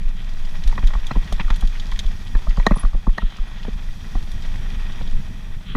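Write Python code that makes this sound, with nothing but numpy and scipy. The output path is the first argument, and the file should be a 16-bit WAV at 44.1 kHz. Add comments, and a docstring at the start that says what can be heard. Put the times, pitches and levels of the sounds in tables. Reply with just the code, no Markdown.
"""A mountain bike jolts down a dirt trail, heard from a camera strapped to the rider's chest.
Bumps sway the camera and knock its mount, twice with a hard clack that rings the housing.
The tyres roar and crunch over grit and fling stones that tick off the bike. Freewheel pawls buzz
when coasting and brake pads make a disc chirp. Behind it, wind eddies rumble on the microphone,
air hisses past and the spokes whistle."""
import sys
import numpy as np
from scipy import signal
from scipy.fft import rfft, irfft
from scipy.io import wavfile
from scipy.ndimage import uniform_filter1d

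SR = 44100
rng = np.random.default_rng(int(sys.argv[2]) if len(sys.argv) > 2 else 0)


def waveform_to_disk(signal):
    """Save audio, clipped to [-1, 1], as 16-bit WAV at the path in sys.argv[1]."""
    frames = np.transpose(np.atleast_2d(signal))
    scaled = np.clip(frames, -1, 1) * 32767
    samples = np.round(scaled).astype(np.int16)
    wavfile.write(sys.argv[1], SR, samples)


N = 254016
T = np.arange(N) / SR
HIT_T = np.arange(6000) / SR  # time axis of one impact

# rolling noise along the trail: time_s, roar_db, grit_db, crackle_db, air_db
RIDE_LEVELS = [(0.0, -50.5, -59.5, -54.5, -66.5), (0.54, -48.5, -55, -61, -62),
               (0.85, -45.5, -52.5, -46, -62.5), (1.14, -46, -55, -56, -62.5),
               (1.65, -47, -51.5, -48.5, -62.5), (2.31, -49, -54.5, -64, -62), (2.55, -48.5, -52, -49, -64),
               (2.73, -45.5, -55, -43.5, -62), (2.94, -50.5, -57.5, -78, -66.5),
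               (3.17, -53, -59.5, -61, -66.5), (3.59, -47, -55.5, -55.5, -66.5), (3.9, -51, -55, -60, -63),
               (4.15, -49, -54, -59, -62), (4.86, -45.5, -55, -60.5, -62), (5.23, -48.5, -56.5, -61, -63),
               (5.42, -49, -58.5, -80, -64), (5.76, -55, -61, -71, -65)]
# camera housing resonances: centre_hz, width_hz, gain_db
HOUSING_RESONANCES = [(628, 18, 5.5), (1905, 70, 8), (3233, 310, 5.5), (4040, 46, 2.5), (4520, 80, -5.5),
                      (4760, 170, 2.5), (5970, 86, 0), (6570, 230, 2.5), (7673, 170, 7), (10320, 280, 6)]
# path of a blow through the camera case: freq_hz, gain_db
CASE_RESPONSE = [(20, 2.5), (2600, -1), (3400, -1), (15500, -3.5)]
# modes of the mount's shell: freq_hz, level_db, t60_s, lag_s
SHELL_MODES = [(612, -9, 0.025, 0.0009), (780, -7.5, 0.024, 0.0011), (941, -15, 0.018, 0.00072),
               (1053, 2.5, 0.015, 0.00043), (1210, 0, 0.013, 0.00042)]


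def undb(db):
    """Decibels to gain."""
    return 10 ** (np.asarray(db) / 20)


def unit(x):
    """Scale to rms 1."""
    return x / np.sqrt(np.mean(x ** 2))


def peak(x, db):
    """Scale to a peak level."""
    return x * undb(db) / np.max(np.abs(x))


def curve(rows, column):
    """One table column, interpolated over time."""
    rows = np.array(rows)
    return np.interp(T, rows[:, 0], rows[:, column])


def colour(x, spectrum, resonances=()):
    """Filter by (freq_hz, gain_db) points plus (centre_hz, width_hz, gain_db) bells."""
    freq_hz = np.fft.rfftfreq(len(x), 1 / SR) + 1e-3
    hz, db = np.transpose(spectrum)
    shape_db = np.interp(np.log(freq_hz), np.log(hz), db, left=-120, right=-120)
    for centre_hz, width_hz, gain_db in resonances:
        shape_db += gain_db * np.exp(-((freq_hz - centre_hz) / width_hz) ** 2)
    return irfft(rfft(x) * undb(shape_db), len(x))


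def walk(rate_hz):
    """Smooth random wander, rms 1."""
    hold = int(SR / rate_hz)
    steps = np.repeat(rng.standard_normal(N // hold + 1), hold)[:N]
    return unit(uniform_filter1d(steps, hold))


def add(out, start_s, sound, fade_s=0.035):
    """Mix a sound in, its end faded."""
    i = max(int(start_s * SR), 0)
    fade = np.minimum(np.arange(len(sound))[::-1] / (fade_s * SR), 1) ** 2
    out[i:i + len(sound)] += (sound * fade)[:max(N - i, 0)]


def burst(rise_s, t60_s):
    """A short scrape of noise."""
    envelope = (1 - np.exp(-HIT_T / rise_s)) * np.exp(-np.log(1000) * HIT_T / t60_s)
    return rng.standard_normal(len(HIT_T)) * envelope


def ring(modes, rise_s, scatter, pitch_ratio=1):
    """Damped modes; tuning, level and phase vary per blow."""
    hz, db, t60_s, lag_s = np.array(modes).T[:, :, None]
    detune, size, phase = rng.standard_normal((3, len(modes), 1))
    age_s = np.maximum(HIT_T - lag_s, 0)
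    envelope = (1 - np.exp(-(age_s / rise_s) ** 2)) * np.exp(-np.log(1000) * age_s / t60_s)
    cycles = pitch_ratio * hz * (1 + scatter * detune) * age_s + phase
    return np.sum(undb(db + 2.3 * size) * envelope * np.sin(2 * np.pi * cycles), axis=0)


def chatter(sound, gap_s, loss_db, bounces=3):
    """A loose part bounces: weaker blows follow at uneven gaps."""
    out = sound.copy()
    lags_s = np.cumsum(gap_s * (0.5 + rng.random(bounces)))
    for bounce, lag_s in enumerate(lags_s, 1):
        i = int(lag_s * SR)
        out[i:] += undb(loss_db * bounce) * sound[:len(sound) - i]
    return out


def crunch(per_s, spread_db, grain_gain, decay_s=0.0028):
    """Grains of dirt crushed under the tyres, over an even hiss."""
    grains = (rng.random(N) < per_s / SR) * rng.standard_normal(N)
    grains *= undb(spread_db * np.minimum(rng.exponential(size=N), 2))
    energy = signal.lfilter([1], [1, -np.exp(-1 / (decay_s * SR))], grains ** 2)
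    scrape = rng.standard_normal(N) * np.sqrt(np.abs(energy))
    return unit(rng.standard_normal(N) + grain_gain * unit(scrape))


def air():
    """Air streams past the camera: a high hiss that follows the speed."""
    # airflow spectrum: freq_hz, gain_db
    spectrum = [(4000, -11), (8000, 1), (9500, 0), (11500, -2.5), (15500, -2)]
    hiss = colour(rng.standard_normal(N), spectrum, HOUSING_RESONANCES)
    return unit(hiss) * undb(curve(RIDE_LEVELS, 4))


def spokes(growth=2.1, cruise_air_db=-62):
    """Air sheds off spinning spokes: thin whistles that grow faster than the air hiss."""
    # whistle bands at cruising pace: centre_hz, width_hz, level_db
    whistles = [(4705, 130, -71.5), (5700, 190, -62)]
    out = np.zeros(N)
    for centre_hz, width_hz, level_db in whistles:
        band = colour(rng.standard_normal(N), [(4000, -40), (7000, -40)], [(centre_hz, width_hz, 40)])
        out += unit(band) * undb(level_db)
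    return out * undb(growth * (curve(RIDE_LEVELS, 4) - cruise_air_db))


def wind(eddy_hz=20, wander=0.2003, pulse_db=3):
    """Eddies buffet the microphone at an uneven rate; the rumble pulses with each."""
    # air over the microphone: time_s, rumble_db, buffet_db
    gusts = [(0.0, -31.5, -19), (0.07, -43, -16), (0.19, -38, -24), (0.3, -40, -19.5), (0.47, -37.5, -15),
             (0.6, -36, -18.5), (0.82, -34, -20.5), (1.05, -43.5, -16.5), (1.25, -34.5, -40),
             (1.41, -36, -25.5), (1.8, -38, -20), (2.2, -35, -26), (2.7, -42.5, -24.5), (3.0, -41.5, -34.5),
             (3.33, -41.5, -33.5), (3.55, -37, -29), (3.76, -37.5, -22), (3.98, -37, -31.5),
             (4.3, -35, -22.5), (4.52, -32.5, -20), (4.95, -35, -21), (5.14, -32.5, -14),
             (5.27, -36.5, -27), (5.42, -35, -29), (5.56, -36, -23), (5.64, -40, -37.5),
             (5.76, -29.5, -19.5)]
    # rumble spectrum: freq_hz, gain_db
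    spectrum = [(30, 7.5), (50, 4), (70, 0), (100, -2.5), (140, -6.5), (195, -6.5), (240, -14), (300, -25),
                (500, -30), (1000, -52)]
    eddies = np.sin(2 * np.pi * np.cumsum(eddy_hz * (1 + wander * walk(25))) / SR)
    buffet = unit(eddies * undb(1.5 * walk(28)))
    flutter = undb(pulse_db * eddies + 1.5 * walk(22.1))
    rumble = unit(colour(rng.standard_normal(N), spectrum) * flutter)
    return buffet * undb(curve(gusts, 2)) + rumble * undb(curve(gusts, 1) + 2.5)


def freewheel(pawl_hz=250, decay_teeth=1.0, attack_s=0.027, release_s=0.047, flutter_db=2):
    """While coasting, pawls snap over the ratchet teeth and ring the hub."""
    # coasting spells: start_s, length_s, level_db
    coasts = [(0.172, 0.08, -48.5), (1.62, 0.36, -58), (3.143, 0.23, -47.5), (4.28, 0.823, -58),
              (5.676, 0.12, -44.5)]
    tooth_phase = np.cumsum(pawl_hz * (1 + 0.097 * walk(4.7))) / SR % 1
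    snaps = rng.standard_normal(N) * np.exp(-tooth_phase / decay_teeth)
    hub = colour(snaps, [(1100, -7.5), (2200, -8), (2900, -5.5), (3200, 1.5), (3550, -5.5),
                         (4000, -9.5), (4700, -26)])
    gain = np.zeros(N)
    for start_s, length_s, level_db in coasts:
        before_s = np.maximum(start_s - T, 0)
        after_s = np.maximum(T - start_s - length_s, 0)
        gain += undb(level_db) * np.exp(-before_s / attack_s - after_s / release_s)
    return unit(hub) * gain * undb(flutter_db * walk(60))


def brake(disc_hz=10210, waver=0.012, swell_s=0.006, trim_db=-5):
    """Pads graze a disc, which sings in short wavering chirps."""
    # pad touches: start_s, level_db
    chirps = [(2.756, -34), (2.794, -31.5), (2.826, -57), (3.472, -56), (3.512, -65), (3.652, -63)]
    out = np.zeros(N)
    for start_s, level_db in chirps:
        age = np.maximum(T - start_s, 0) / swell_s
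        envelope = age * np.exp(1 - age) * undb(level_db + trim_db + 2 * walk(370))
        pitch_hz = disc_hz * (1 + waver * walk(400))
        out += envelope * unit(np.sin(2 * np.pi * np.cumsum(pitch_hz) / SR))
    return out


def tyres(roar_trim_db=2, pops_trim_db=-17):
    """Knobbly tyres roar on packed dirt, spray grit and pop over small stones."""
    # spectra of tread, grit and pops: freq_hz, gain_db
    roar_spectrum = [(150, 0.5), (350, -1), (550, -4.5), (800, 1), (1400, -1.5), (1750, 0), (2150, -4.5),
                     (2500, 1), (2900, -10), (3600, -3.5), (4400, -21.5), (7000, -40)]
    grit_spectrum = [(2000, -29), (3200, -3), (4300, 1), (5500, -1.5), (6700, -5), (7200, -14),
                     (8500, -25.5), (12000, -20), (15500, -31)]
    pop_spectrum = [(700, -9), (1200, 5), (1900, -15), (3400, 3), (6000, -8)]
    ground_db = 0.99 * walk(55)
    roar = colour(crunch(per_s=270, spread_db=4, grain_gain=0.74), roar_spectrum, HOUSING_RESONANCES)
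    grit = colour(crunch(per_s=460, spread_db=3, grain_gain=0.4), grit_spectrum, HOUSING_RESONANCES)
    pops = colour(crunch(per_s=80, spread_db=1, grain_gain=8), pop_spectrum, HOUSING_RESONANCES)
    tread = unit(roar) * undb(roar_trim_db) + unit(pops) * undb(pops_trim_db)
    rolling = tread * undb(curve(RIDE_LEVELS, 1)) + unit(grit) * undb(curve(RIDE_LEVELS, 2))
    return rolling * undb(ground_db)


def crackle(per_size_per_s=17, spread_db=6, decay_s=0.0038):
    """Small stones snap under the tyres at random: three sizes, three pitches."""
    out = np.zeros(N)
    for hz in (2300, 3400, 4600):
        snaps = (rng.random(N) < per_size_per_s / SR) * undb(spread_db * (2 * rng.random(N) - 1))
        envelope = signal.lfilter([1], [1, -np.exp(-1 / (decay_s * SR))], snaps)
        spectrum = [(hz / 2.8, -16), (hz, 0), (hz * 1.4, -8), (hz * 2.4, -24)]
        out += unit(colour(envelope * rng.standard_normal(N), spectrum, HOUSING_RESONANCES))
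    return unit(out) * undb(curve(RIDE_LEVELS, 3))


def gravel(trim_db=-1):
    """A tyre grinds through loose stones: a short crunch, higher for smaller stones."""
    # gravel patches: start_s, level_db, centre_hz
    patches = [(0.449, -33, 3300), (0.834, -37, 2700), (1.276, -31, 2820), (1.397, -20.5, 2480),
               (1.752, -33, 2120), (1.957, -26.5, 3140), (2.27, -30.5, 3700), (2.505, -29.5, 2300),
               (3.629, -28, 3320), (3.885, -35, 1740), (4.043, -32, 1900), (4.422, -32, 4100),
               (4.55, -27.5, 1920), (4.657, -34, 1850), (4.702, -29.5, 3220), (4.855, -41, 2096),
               (4.919, -31, 3580), (5.019, -31.5, 3700), (5.072, -33, 3600)]
    out = np.zeros(N)
    for start_s, level_db, hz in patches:
        grains = burst(rise_s=0.0018, t60_s=0.054) * undb(5.6 * walk(435)[:len(HIT_T)])
        spectrum = [(hz / 4, -20), (hz / 1.56, -7), (hz, 0), (hz * 1.47, -11), (hz * 2.7, -32)]
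        add(out, start_s, peak(colour(grains, spectrum, HOUSING_RESONANCES), level_db + trim_db))
    return out


def stone_ticks(top_trim_db=-1):
    """Flung gravel ticks against frame and spokes."""
    # stone strikes: start_s, level_db, top_db
    ticks = [(0.637, -30.5, -52), (0.675, -28, -38.5), (0.696, -35, -47), (0.872, -24.5, -41),
             (1.068, -24, -39), (1.325, -22.5, -31.5), (1.503, -24.5, -44.5), (1.542, -32, -54),
             (1.561, -31, -36.5), (1.609, -31.5, -36), (1.673, -30.5, -41), (1.798, -24, -52),
             (1.915, -28.5, -45), (1.991, -15, -32.5), (2.063, -30.5, -51), (4.316, -31.5, -41)]
    # spectra of a tick and its top end: freq_hz, gain_db
    tick_spectrum = [(1500, -2), (2700, -5), (3300, 12), (4200, 1), (5500, -6), (6700, -4), (8000, -29),
                     (11000, -35)]
    top_spectrum = [(5000, -12), (8000, 1.5), (10500, 1), (15000, -11)]
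    out = np.zeros(N)
    for start_s, level_db, top_db in ticks:
        click = burst(rise_s=0.00029, t60_s=0.04)
        add(out, start_s, peak(colour(click, tick_spectrum), level_db))
        add(out, start_s, peak(colour(click, top_spectrum), top_db + top_trim_db))
    return out


def sway(swing_hz=38.4, hz_per_db=0.94, lead_s=0.028, swell_s=0.037, slowing_s=0.059, trim_db=1):
    """A bump heaves the camera: a pressure swing, faster if stronger, slowing as it dies."""
    # bumps: crest_s, level_db
    heaves = [(0.06, -14.5), (0.671, -7), (0.848, -6.5), (0.968, -7), (1.172, -6.5), (1.333, -10.5),
              (1.388, -15), (1.453, -11), (1.516, -8.5), (1.64, -7.5), (1.937, -11), (2.062, -10.5),
              (2.356, -7), (2.489, -7), (2.59, -6), (2.723, -6), (2.85, -6.5), (2.951, -9.5), (3.086, -5.5),
              (3.240, -9), (3.406, -12.5), (3.733, -13.5), (3.887, -16), (4.163, -11), (5.141, -15)]
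    out = np.zeros(N)
    envelope = (HIT_T / swell_s * np.exp(1 - HIT_T / swell_s)) ** 5
    slowed_s = slowing_s * np.log1p((HIT_T - lead_s) / slowing_s)
    for crest_s, level_db in heaves:
        swing = np.cos(2 * np.pi * (swing_hz + hz_per_db * level_db) * slowed_s)
        add(out, crest_s - lead_s, peak(envelope * swing, level_db + trim_db))
    return out


def mount_knocks(shell_ref_hz=1009, body_trim_db=-1, grind_trim_db=-11):
    """Shell and rattle chatter, the shell pitched by where it is struck; the body then grinds home."""
    # blows to the mount: start_s, pitch_hz, shell_db, rattle_db, thud_db, thud_lag_s
    knocks = [(0.725, 913, -27, -29, -38, 0.0032), (0.778, 1030, -18.5, -22, -26, 0.0055),
              (0.828, 1110, -33, -39, -24.5, 0.0048), (0.905, 1120, -29, -35, -50, 0.0028),
              (0.934, 1040, -27.5, -23, -46, 0.0013), (0.951, 1080, -22.5, -31, -28, 0.0014),
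              (1.108, 950, -20, -30, -15.5, 0.0031), (1.111, 950, -27.5, -20, -24.5, 0.0023),
              (1.155, 950, -25.5, -48, -18.5, 0.0054), (1.166, 750, -28, -51, -21, 0.0012),
              (1.323, 734, -22.5, -34, -25, 0.0022), (1.396, 1054, -24, -18.5, -19, 0.0031),
              (1.409, 1150, -26, -38, -31, 0.0022), (1.48, 1100, -34, -30, -42, 0.0024),
              (1.502, 960, -19, -17.5, -21.5, 0.00045), (1.624, 1095, -25, -38, -26.5, 0.0092),
              (1.92, 1050, -27, -25.5, -58, 0.0022), (2.045, 1050, -35.5, -44, -37, 0.0013),
              (2.350, 790, -30, -23.5, -25.5, 0.00126), (2.469, 1050, -23.5, -44, -28, 0.013),
              (2.573, 1090, -23, -39, -15.5, 0.0062), (2.597, 950, -26, -23, -36, 0.002),
              (2.655, 1060, -28, -40, -40, 0.0022), (2.709, 965, -11, -26, -6.5, 0.002),
              (2.717, 940, -28, -18, -15, 0.0011), (2.738, 1190, -31, -30, -34, 0.0021),
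              (2.760, 774, -24, -39.5, -33, 0.0022), (2.766, 1110, -25, -39, -19.5, 0.00074),
              (2.784, 1130, -30, -43, -37, 0.0014), (2.833, 1150, -23.5, -46, -21, 0.00536),
              (2.849, 1100, -23.5, -31, -23.5, 0.0013), (2.931, 1040, -32.5, -55, -29, 0.012),
              (2.948, 687, -30.5, -55, -30, 0.0015), (3.068, 1016, -20, -37, -13.5, .006),
              (3.092, 1120, -35, -38, -40, 0.002), (3.22, 1050, -25.5, -47, -22, 0.0085),
              (3.385, 1130, -33, -42, -33, 0.0024), (3.648, 855, -28.5, -32, -29.5, 0.0009),
              (3.68, 780, -39, -42, -20.5, 0.0016), (4.152, 730, -25.5, -34, -19.5, 0.0013),
              (5.01, 910, -30.5, -33, -29, 0.0025), (5.750, 1166, -18, -22.5, -11.5, 0.002)]
    # modes of the mount's body and rattle: freq_hz, level_db, t60_s, lag_s
    body_modes = [(133, -7.5, 0.047, 0.00071), (199.8, -1.5, 0.0318, 0.00036), (308, -11, 0.012, 0.00014),
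                  (420, -13.5, 0.021, 0.000084)]
    rattle_modes = [(1445, -6, 0.012, 0.00029), (1790, 3, 0.012, 0.000446), (1898, -0.5, 0.022, 0.000957),
                    (2476, -13.5, 0.022, 0.000515), (4080, -12, 0.02, 0.0004)]
    # notches of the hollow case: centre_hz, width_hz, gain_db
    case_dips = [(2900, 160, -5), (4550, 130, -15)]
    out = np.zeros(N)
    for start_s, pitch_hz, shell_db, rattle_db, thud_db, thud_lag_s in knocks:
        scrape = colour(burst(rise_s=0.0014, t60_s=0.042),
                        [(900, 18), (1700, 2), (2550, 5), (2900, -12), (6500, -26), (10000, -43)])
        scuff = colour(burst(rise_s=0.00046, t60_s=0.025),
                       [(200, -13), (500, 0), (1300, 6.5), (1600, -28)])
        grind = colour(burst(rise_s=0.001, t60_s=0.035),
                       [(150, -1), (330, 3.5), (480, -1.5), (800, -3.5), (1300, -22), (1600, -33)])
        rattle = ring(rattle_modes, rise_s=0.0016, scatter=0.027)
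        rattle = unit(chatter(rattle, gap_s=0.002116, loss_db=-11)) + unit(scrape)
        shell = ring(SHELL_MODES, rise_s=0.0014, scatter=0.033, pitch_ratio=pitch_hz / shell_ref_hz)
        shell = unit(chatter(shell, gap_s=0.002916, loss_db=-8.5)) + 0.45 * unit(scuff)
        body = ring(body_modes, rise_s=0.003, scatter=0.042)
        thud = peak(body, thud_db + body_trim_db) + peak(grind, thud_db + grind_trim_db)
        add(out, start_s, peak(shell, shell_db) + peak(rattle, rattle_db))
        add(out, start_s + thud_lag_s, thud)
    return colour(out, CASE_RESPONSE, case_dips)


def housing_clacks(ring_trim_db=-2.5, crack_trim_db=4, graze_trim_db=-22, graze_lead_s=0.00297):
    """On the hardest hits plastic grazes plastic, then strikes, and the housing rings."""
    # hard hits: start_s, level_db, crack_db
    clacks = [(2.6654, 3, -12), (3.18, -6.5, -26)]
    # modes of the struck housing: freq_hz, level_db, t60_s, lag_s
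    housing_modes = [(199, -3.5, 0.04, 0.0035), (418, -8.5, 0.027, 0.0013), (642, -7.5, 0.037, 0),
                     (764, -7, 0.023, 0.00039), (903, -13, 0.036, 0.0072), (1110, -2, 0.022, 0),
                     (1216, 2, 0.017, 0.0017), (1846, 3.5, 0.015, 0.0026), (1892, -13.5, 0.082, 0.00026),
                     (4100, -6, 0.011, 0.00254), (5300, -16, 0.0086, 0.00081), (6700, -15, 0.0052, 0.0086)]
    crack_spectrum = [(500, 6), (2000, 1), (2900, -8), (4000, 8.5), (4800, -13), (6800, -3),
                      (7600, -32), (9000, -14), (15500, -40)]
    out = np.zeros(N)
    for start_s, level_db, crack_db in clacks:
        crack = colour(burst(rise_s=0.00083, t60_s=0.016), crack_spectrum)
        graze = ring(SHELL_MODES, rise_s=0.00093, scatter=0.29)
        housing = ring(housing_modes, rise_s=0.00096, scatter=0.008)
        add(out, start_s - graze_lead_s, peak(graze, level_db + graze_trim_db))
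        add(out, start_s, peak(housing, level_db + ring_trim_db) + peak(crack, crack_db + crack_trim_db))
    return colour(out, CASE_RESPONSE, [(1394, 67, -14), (2110, 75, -6)])


def scene():
    """All sources close to one microphone, in open air."""
    rolling = wind() + air() + tyres() + crackle() + gravel() + freewheel() + spokes() + brake()
    jolts = sway() + mount_knocks() + housing_clacks() + stone_ticks()
    return (rolling + jolts)[None]


def record(dry, cutoff_hz=15300):
    """The camera hard-limits at full scale, then cuts the top."""
    lowpass = signal.ellip(8, 0.2, 70, cutoff_hz, fs=SR, output="sos")
    return signal.sosfilt(lowpass, np.clip(dry, -1, 1))


dry = scene()
out = record(dry)
waveform_to_disk(out)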